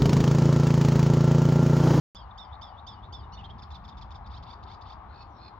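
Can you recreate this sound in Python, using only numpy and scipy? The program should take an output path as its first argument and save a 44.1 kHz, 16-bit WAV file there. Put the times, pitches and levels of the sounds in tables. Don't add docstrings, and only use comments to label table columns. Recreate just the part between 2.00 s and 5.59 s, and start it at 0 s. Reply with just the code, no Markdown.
import sys
import numpy as np
from scipy import signal
from scipy.fft import rfft, irfft
from scipy.io import wavfile
from scipy.ndimage import uniform_filter1d

SR = 44100
rng = np.random.default_rng(int(sys.argv[2]) if len(sys.argv) > 2 else 0)


def output_pcm(signal):
    pcm = np.clip(np.atleast_2d(signal).T, -1, 1) * 32767
    wavfile.write(sys.argv[1], SR, np.round(pcm).astype(np.int16))


def gain_from_db(level_db):
    decades = np.asarray(level_db, float) / 20
    return 10 ** decades


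N = 158319
T = np.arange(N) / SR
BINS = np.arange(N // 2 + 1) * SR / N + 1e-3
START_S = 0.14872
CLEAR, HARSH = 0.33, 0.58
RASP_HZ, WAVER = 1500, 0.005
MAX_SYLLABLE = 9000


def colour(table):
    hz, db = np.array(table).T
    log_hz = np.log(BINS)
    below = np.maximum(np.log(hz[0]) - log_hz, 0)
    above = np.maximum(log_hz - np.log(hz[-1]), 0)
    return gain_from_db(np.interp(log_hz, np.log(hz), db) - 60 * (below + above))


def walk(rate, size=N):
    hold = max(int(SR / rate), 1)
    steps = np.repeat(rng.standard_normal(size // hold + 1), hold)
    return 1.3 * uniform_filter1d(uniform_filter1d(steps, hold), hold)[:size]


def bed(table, db, pan_db, diffuse, lead_rad, swell_db, flicker_db, rate):
    noise = rfft(rng.standard_normal((3, N))) * colour(table)
    share = np.clip(diffuse, 0, 1)
    lead = np.exp(1j * lead_rad * np.array([[1], [0]]))
    pair = np.sqrt(1 - share) * noise[0] * lead + np.sqrt(share) * noise[1:]
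    swell = walk(2.5)
    place = 2 * np.log2(BINS)
    first = int(2 * np.log2(table[0][0])) - 1
    last = int(2 * np.log2(table[-1][0])) + 1
    out = 0
    for k in range(first, last + 1):
        band = irfft(pair * np.clip(1 - abs(place - k), 0, 1), N)
        out = out + band * gain_from_db(swell_db * swell + flicker_db * walk(rate))
    out = out * gain_from_db(np.array([[pan_db], [-pan_db]]) / 2)
    return out * gain_from_db(db) / np.sqrt(np.mean(out.mean(axis=0) ** 2))


def add_syllable(out, at_s, shape, orders, db=0, stretch=1, rough=CLEAR, pitch=1, air_db=-99):
    s, hz, level_db, bright_db = np.array(shape, float).T
    s = (s - s[0]) * stretch
    t = np.arange(int(s[-1] * SR)) / SR

    def smooth(values):
        return uniform_filter1d(np.interp(t, s, values), 132, mode="nearest")

    waver = 1 + WAVER * walk(300, MAX_SYLLABLE)[:len(t)]
    phase = 2 * np.pi * np.cumsum(pitch * smooth(hz) * waver) / SR
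    edge = np.clip(np.minimum(t, s[-1] - t) / 0.0012, 0, 1)
    level = smooth(level_db) + db
    i = int(at_s * SR)
    out[i:i + len(t)] += edge * gain_from_db(level + air_db) * rng.standard_normal(len(t))
    for k, (multiple, order_db) in enumerate(orders):
        rasp = 1 + rough * walk(RASP_HZ, MAX_SYLLABLE)[:len(t)]
        size = gain_from_db(level + order_db + k * smooth(bright_db)) * rasp
        out[i:i + len(t)] += edge * size * np.sin(multiple * phase + k * k)


def arch(length, hz0, hz1, db, bright_db, top, fall):
    u = np.linspace(0, 1, num=12)
    rising = np.sin(1.2 * np.clip(u / top, 0, 1)) / np.sin(1.2)
    falling = 1 - fall * ((u - top) / (1.001 - top)) ** 2
    bend = np.where(u < top, rising, falling)
    level_db = db - 17 * abs((u - 0.55) / 0.55) ** 2
    return np.c_[u * length, hz0 + (hz1 - hz0) * bend, level_db, bright_db + 0 * u]


# band_hz, level_db (dB per Hz)
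WIND = [(22, -30), (42, -7.5), (64, 1.5), (100, -6), (151, -16.5), (198, -15.5), (250, -23.5)]


def wind():
    return bed(WIND, -46, -0.17, 0.017 * (1 + (BINS / 90) ** 2), 0.3, 1.6, 1.48, 12)


# band_hz, level_db (dB per Hz)
ENGINES = [(240, -3), (300, 1.5), (400, -0.5), (480, -7)]
# time_s, level_db
ENGINE_SWELL = [(0, -4), (.6, -5.5), (1.3, 1.5), (1.7, -1.5), (3.59, 1.5)]


def engines():
    swell = gain_from_db(np.interp(T, *np.array(ENGINE_SWELL).T))
    return bed(ENGINES, -64, 1.8, 0.13, 0.5, 0.87, 1.5, 10) * swell


# band_hz, level_db (dB per Hz)
ROAD = [(480, -14), (627, -8.5), (786, 1.5), (985, 1), (1160, -1), (1510, -13), (2200, -23.5)]


def road():
    return bed(ROAD, -50.5, 7.56, 0.24, 0.72, 0.79, 1.02, 12)


# band_hz, level_db (dB per Hz)
REEDS = [(2200, -1.5), (3600, -1), (5000, -13.5), (6050, -20.5), (7300, -32)]


def reeds():
    return bed(REEDS, -75.5, -0.37, 1.0, 0, 0.82, 1.0, 8)


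# band_hz, level_db (dB per Hz)
HISS = [(7300, 2.5), (9500, -0.5), (12000, 3.5), (15500, 3.5)]


def top_hiss():
    return bed(HISS, -97.5, -1, 1, 0, 0.3, 0.4, 8)


# time_s, pitch_hz, level_db, brightness_db
SWEEP = [(0, 2870, -61.5, -3.5), (.007, 3150, -51, 0), (.014, 3530, -54, 1), (0.022, 3580, -51, -5.5),
         (0.034, 3370, -56.5, 0.5), (.058, 3350, -56.5, -5.5), (.083, 2980, -68.5, 4.5),
         (.093, 2960, -71, -13), (.125, 2860, -66.5, -29.5), (.145, 2960, -77.5, -26.5)]
# multiple, level_db
SWEEP_ORDERS = [(1, -2), (1.5, -3)]
# multiple, level_db
SWEEP_TOP = [(2, -3)]
# start_s, level_db, stretch (ratio), pitch (ratio)
SWEEPS = [
    (0.147, 2, 1.07, 0.98),
    (0.376, 3, 0.97, 1.05),
    (0.612, 3, 1.07, 1.017),
    (0.865, 5, 1.0, 1.018),
    (1.123, 4, 1.08, 1.018),
]


def sweeps(out):
    for s, db, stretch, pitch in SWEEPS:
        add_syllable(out, s, SWEEP, SWEEP_ORDERS, db, stretch, pitch=pitch, air_db=-11)
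        add_syllable(out, s, SWEEP[:4], SWEEP_TOP, db, stretch, rough=HARSH, pitch=pitch)


# band_hz, level_db
SONG_COLOUR = [(1300, -26.5), (2000, -6), (3000, -2), (5000, -4.5), (5900, -12), (6900, -19), (7600, -27),
               (8300, -42.5)]
# centre_hz, lift_db
THROAT = [(3620, 8), (4200, 4), (4720, 7), (5350, 7), (6450, 8)]


def tail(t60_s, db):
    decay = rng.standard_normal((2, N)) * gain_from_db(-60 * T / t60_s)
    return rfft(decay) / np.sqrt(np.sum(decay ** 2, axis=1, keepdims=True)) * gain_from_db(db)


def pond(song):
    pan_db, lag_s, width_hz = -6.5, -0.000044, 150
    direct = np.exp(-2j * np.pi * BINS * lag_s * np.array([[1], [0]]))
    near = direct + tail(0.11, -7.5)
    pan = gain_from_db(np.array([[pan_db], [-pan_db]]) / 2)
    lift_db = sum(db * np.exp(-((BINS - hz) / width_hz) ** 2 / 2) for hz, db in THROAT)
    voice = rfft(song) * colour(SONG_COLOUR) * gain_from_db(lift_db)
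    return irfft(voice * (near * pan + tail(0.33, -12.5)), N)


# start_s, length_s, level_db
RISES = [
    (0.294, 0.027, -63.5),
    (0.51, 0.047, -57.5),
    (0.762, 0.05, -58.5),
    (1.019, 0.051, -58.5),
]


def rises(out):
    for s, length, db in RISES:
        shape = arch(length, 3060, 3960, db, -26.5, 1.0, 0)
        add_syllable(out, s, shape, [(1, 0.01), (1.5, 0)], rough=HARSH, air_db=-11)


# start_s, length_s, start_hz, middle_hz, end_hz,
# level_db
WHISTLES = [(0.31, 0.0094, 3600, 3400, 3500, -60.5), (.552, 0.009, 4500, 3710, 3580, -58),
            (1.229, 0.023, 3650, 3700, 3600, -66.5), (1.346, 0.019, 3200, 3650, 3600, -63.5),
            (1.367, 0.018, 3500, 3600, 3900, -58), (1.399, 0.023, 3000, 3200, 3600, -59.5),
            (1.44, 0.028, 3400, 3800, 4250, -58.5), (1.728, 0.041, 4005, 3860, 3200, -53.5),
            (1.915, 0.026, 3820, 3580, 3150, -64.5), (2.087, .04, 3700, 3300, 3500, -72.5),
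            (2.243, 0.024, 4200, 3700, 3390, -67), (2.36, 0.024, 2800, 3340, 3100, -53),
            (2.335, .025, 3200, 4000, 4100, -59), (3.3, 0.13, 5950, 5480, 5150, -67.5),
            (3.267, .045, 6900, 6750, 6600, -71), (3.237, 0.034, 5250, 4400, 5150, -73),
            (0.88, .016, 6000, 5400, 6050, -56.5)]


def thin_whistles(out):
    for s, length, hz0, hz_mid, hz1, db in WHISTLES:
        shape = [(0, hz0, db - 6, 0), (length / 2, hz_mid, db, 0), (length, hz1, db - 7, 0)]
        add_syllable(out, s, shape, [(1, 0)], rough=0.45)


# start_s, length_s, start_hz, top_hz, level_db
TRILL = [
    (1.32, 0.037, 2476, 2980, -54),
    (1.371, 0.047, 2340, 3010, -48.5),
    (1.431, 0.038, 2460, 3286, -47),
    (1.49, 0.029, 2566, 3320, -48),
]
# brightness_db, rise (share of length), fall (share of bend)
TRILL_SHAPE = [(2.5, 0.32, 0.44), (-21, 0.41, .9), (-27, 0.36, 0.33), (-29, 0.59, 0.24)]


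def trill(out):
    orders = [(1, 0.007), (1.5, 0.0055), (2, 0.0074)]
    for (s, length, hz0, hz1, db), shape in zip(TRILL, TRILL_SHAPE):
        add_syllable(out, s, arch(length, hz0, hz1, db, *shape), orders, air_db=-11)


# start_s, peak_db
TICKS = [
    (1.493, -75),
    (1.853, -71.5),
    (2.379, -95),
    (2.982, -76),
]


def ticks():
    out = np.zeros(N)
    for s, db in TICKS:
        decay = (T > s) * np.exp(-np.maximum(T - s, 0) / 0.0015)
        out += gain_from_db(db - 3.5) * rng.standard_normal(N) * decay
    return irfft(rfft(out) * colour([(5500, -0.5), (12000, -1.5), (15500, -3.5)]), N)


# time_s, pitch_hz, level_db, brightness_db
CHAT = [(0, 3036, -66.5, -10), (.003, 2562, -49.5, -10.5), (.007, 2186, -58.5, -2.5),
        (0.012, 1833, -55, 1.5), (.02, 1640, -56.5, 2), (0.028, 1455, -57.5, -13.5),
        (0.032, 1420, -85, -12)]
# multiple, level_db
CHAT_ORDERS = [(1, -6.5), (2, -4.5), (3, -7), (4, -10)]
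# start_s, level_db, inharmonic_db, air_db
CHATS = [
    (1.58, -1, -6, -16),
    (1.619, 2.5, 2, -13.5),
    (1.703, 2, -19.5, -3.5),
    (1.743, 0.5, 1, 0),
    (1.838, 0.5, -22, -13),
    (1.877, 2.5, -7.5, -3.5),
    (1.969, -1, -14.5, 0),
    (2.01, 4.5, -5.5, -6),
    (2.104, 0, -9, -0.5),
    (2.143, 0.5, -11, -2),
]


def chatters(out):
    for s, db, inharmonic_db, air_db in CHATS:
        add_syllable(out, s, CHAT, CHAT_ORDERS, db, air_db=air_db)
        add_syllable(out, s, CHAT[2:], [(2.8, -5)], db + inharmonic_db, rough=HARSH)


# time_s, level_db (over the top of the hiss)
RUSTLE = [(1.62, -26.5), (1.68, 4), (1.9, 0.5), (1.95, -32)]


def rustle(hiss):
    treble = irfft(rfft(hiss) * (BINS > 11000), N)
    return gain_from_db(np.interp(T, *np.array(RUSTLE).T)) * treble


# time_s, pitch_hz, level_db, brightness_db
FLICK = [(0, 1130, -68, 7), (.004, 1344, -60, 0.5), (.01, 1830, -58.5, 0.5), (0.015, 2460, -58.5, -3.5),
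         (0.021, 2650, -71, -5)]
# start_s, level_db
FLICKS = [
    (2.261, 1),
    (2.425, 3.5),
    (2.627, 0.5),
    (2.81, 1.5),
]


def flicks(out):
    for s, db in FLICKS:
        add_syllable(out, s, FLICK, [(2, -0.5), (3, -8.5), (4, -11), (5, -20)], db, air_db=1)


# time_s, pitch_hz, level_db, brightness_db
FAN = [(0, 556, -81, 3.5), (.012, 663.4, -68, 2), (.027, 873, -69, 2), (.042, 1069, -59, -2.5),
       (.057, 1154, -57.5, -0.5), (0.066, 1270, -62, -2), (.078, 1750, -52.5, -14.5),
       (.088, 2495, -55.5, -22), (0.092, 2520, -66, -13)]
# multiple, level_db
FAN_ORDERS = [(2, -4), (3, 0), (4, 2), (5, -3), (6, -7), (7, -10)]
# start_s, level_db, stretch (ratio), pitch (ratio)
FANS = [
    (2.296, -2, 1.0, 1.11),
    (2.456, 0, 0.98, 1.02),
    (2.662, -0.5, 1.0, 1.0),
    (2.846, -1, 1.03, 1.01),
]


def fans(out):
    for s, db, stretch, pitch in FANS:
        add_syllable(out, s, FAN, FAN_ORDERS, db, stretch, rough=HARSH, pitch=pitch, air_db=0)


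# start_hz, end_hz
RATTLE_TONES_HZ = [(2380, 2470), (3870, 4230), (4650, 4980), (3500, 3600), (6330, 6370)]
# level_db, swell_db, roughness (ratio)
RATTLE_LINES = [(3.5, 17, 0.16), (1.5, 10.5, 0.35), (-6, 23.5, .6), (-12.5, 14, .6), (-14.5, 11.5, .15)]
# last_pulse_s, length_s, level_db, pitch (ratio), pulse_hz
RATTLES = [
    (3.228, 0.16, -58, 1.035, 61),
    (3.483, 0.15, -57, 1, 62.3),
]


def rattle(last_s, length, db, share, pulse_hz):
    duty, leak, jitter = 0.8, 1.7, 0.04
    u = np.clip((T - last_s) / length + 1, 0, 1)
    cycle = ((T - last_s) * pulse_hz + jitter * walk(90) + 0.5) % 1 - 0.5
    gate = np.cos(np.pi / 2 * np.clip(2 * cycle / duty, -1, 1))
    glide = np.clip(2.2 * u - 0.3, 0, 1)
    out = 0
    for (hz0, hz1), (line_db, swell_db, rough) in zip(RATTLE_TONES_HZ, RATTLE_LINES):
        hz = share * (hz0 + (hz1 - hz0) * glide) * (1 + 0.006 * walk(120))
        phase = 2 * np.pi * np.cumsum(hz) / SR
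        pulses = gate + rough * (leak + gate) * walk(900)
        out = out + gain_from_db(db + line_db - swell_db * (1 - u)) * pulses * np.sin(phase)
    span = np.clip(1.9 * u, 0, 1) * (T < last_s + 0.5 / pulse_hz)
    return out * uniform_filter1d(span, size=200)


def scene():
    song = np.zeros(N)
    for voice in (sweeps, rises, thin_whistles, trill, chatters, flicks, fans):
        voice(song)
    song += sum(rattle(*row) for row in RATTLES)
    hiss = top_hiss()
    return wind() + engines() + road() + reeds() + hiss + pond(song) + ticks() + rustle(hiss)


def top_cut(x):
    return signal.sosfilt(signal.butter(12, 15720, fs=SR, output="sos"), x)


def record(dry):
    open_s = 0.0008
    opening = np.clip((T - START_S) / open_s, 0, 1)
    closing = np.clip((T[-1] - T) / 0.0015, 0, 1)
    click = gain_from_db(-39.5) * np.exp(-abs(T - START_S) / open_s) * (T >= START_S)
    mix = dry * closing * opening - click
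    return top_cut(mix)


dry = scene()
out = record(dry)
output_pcm(out)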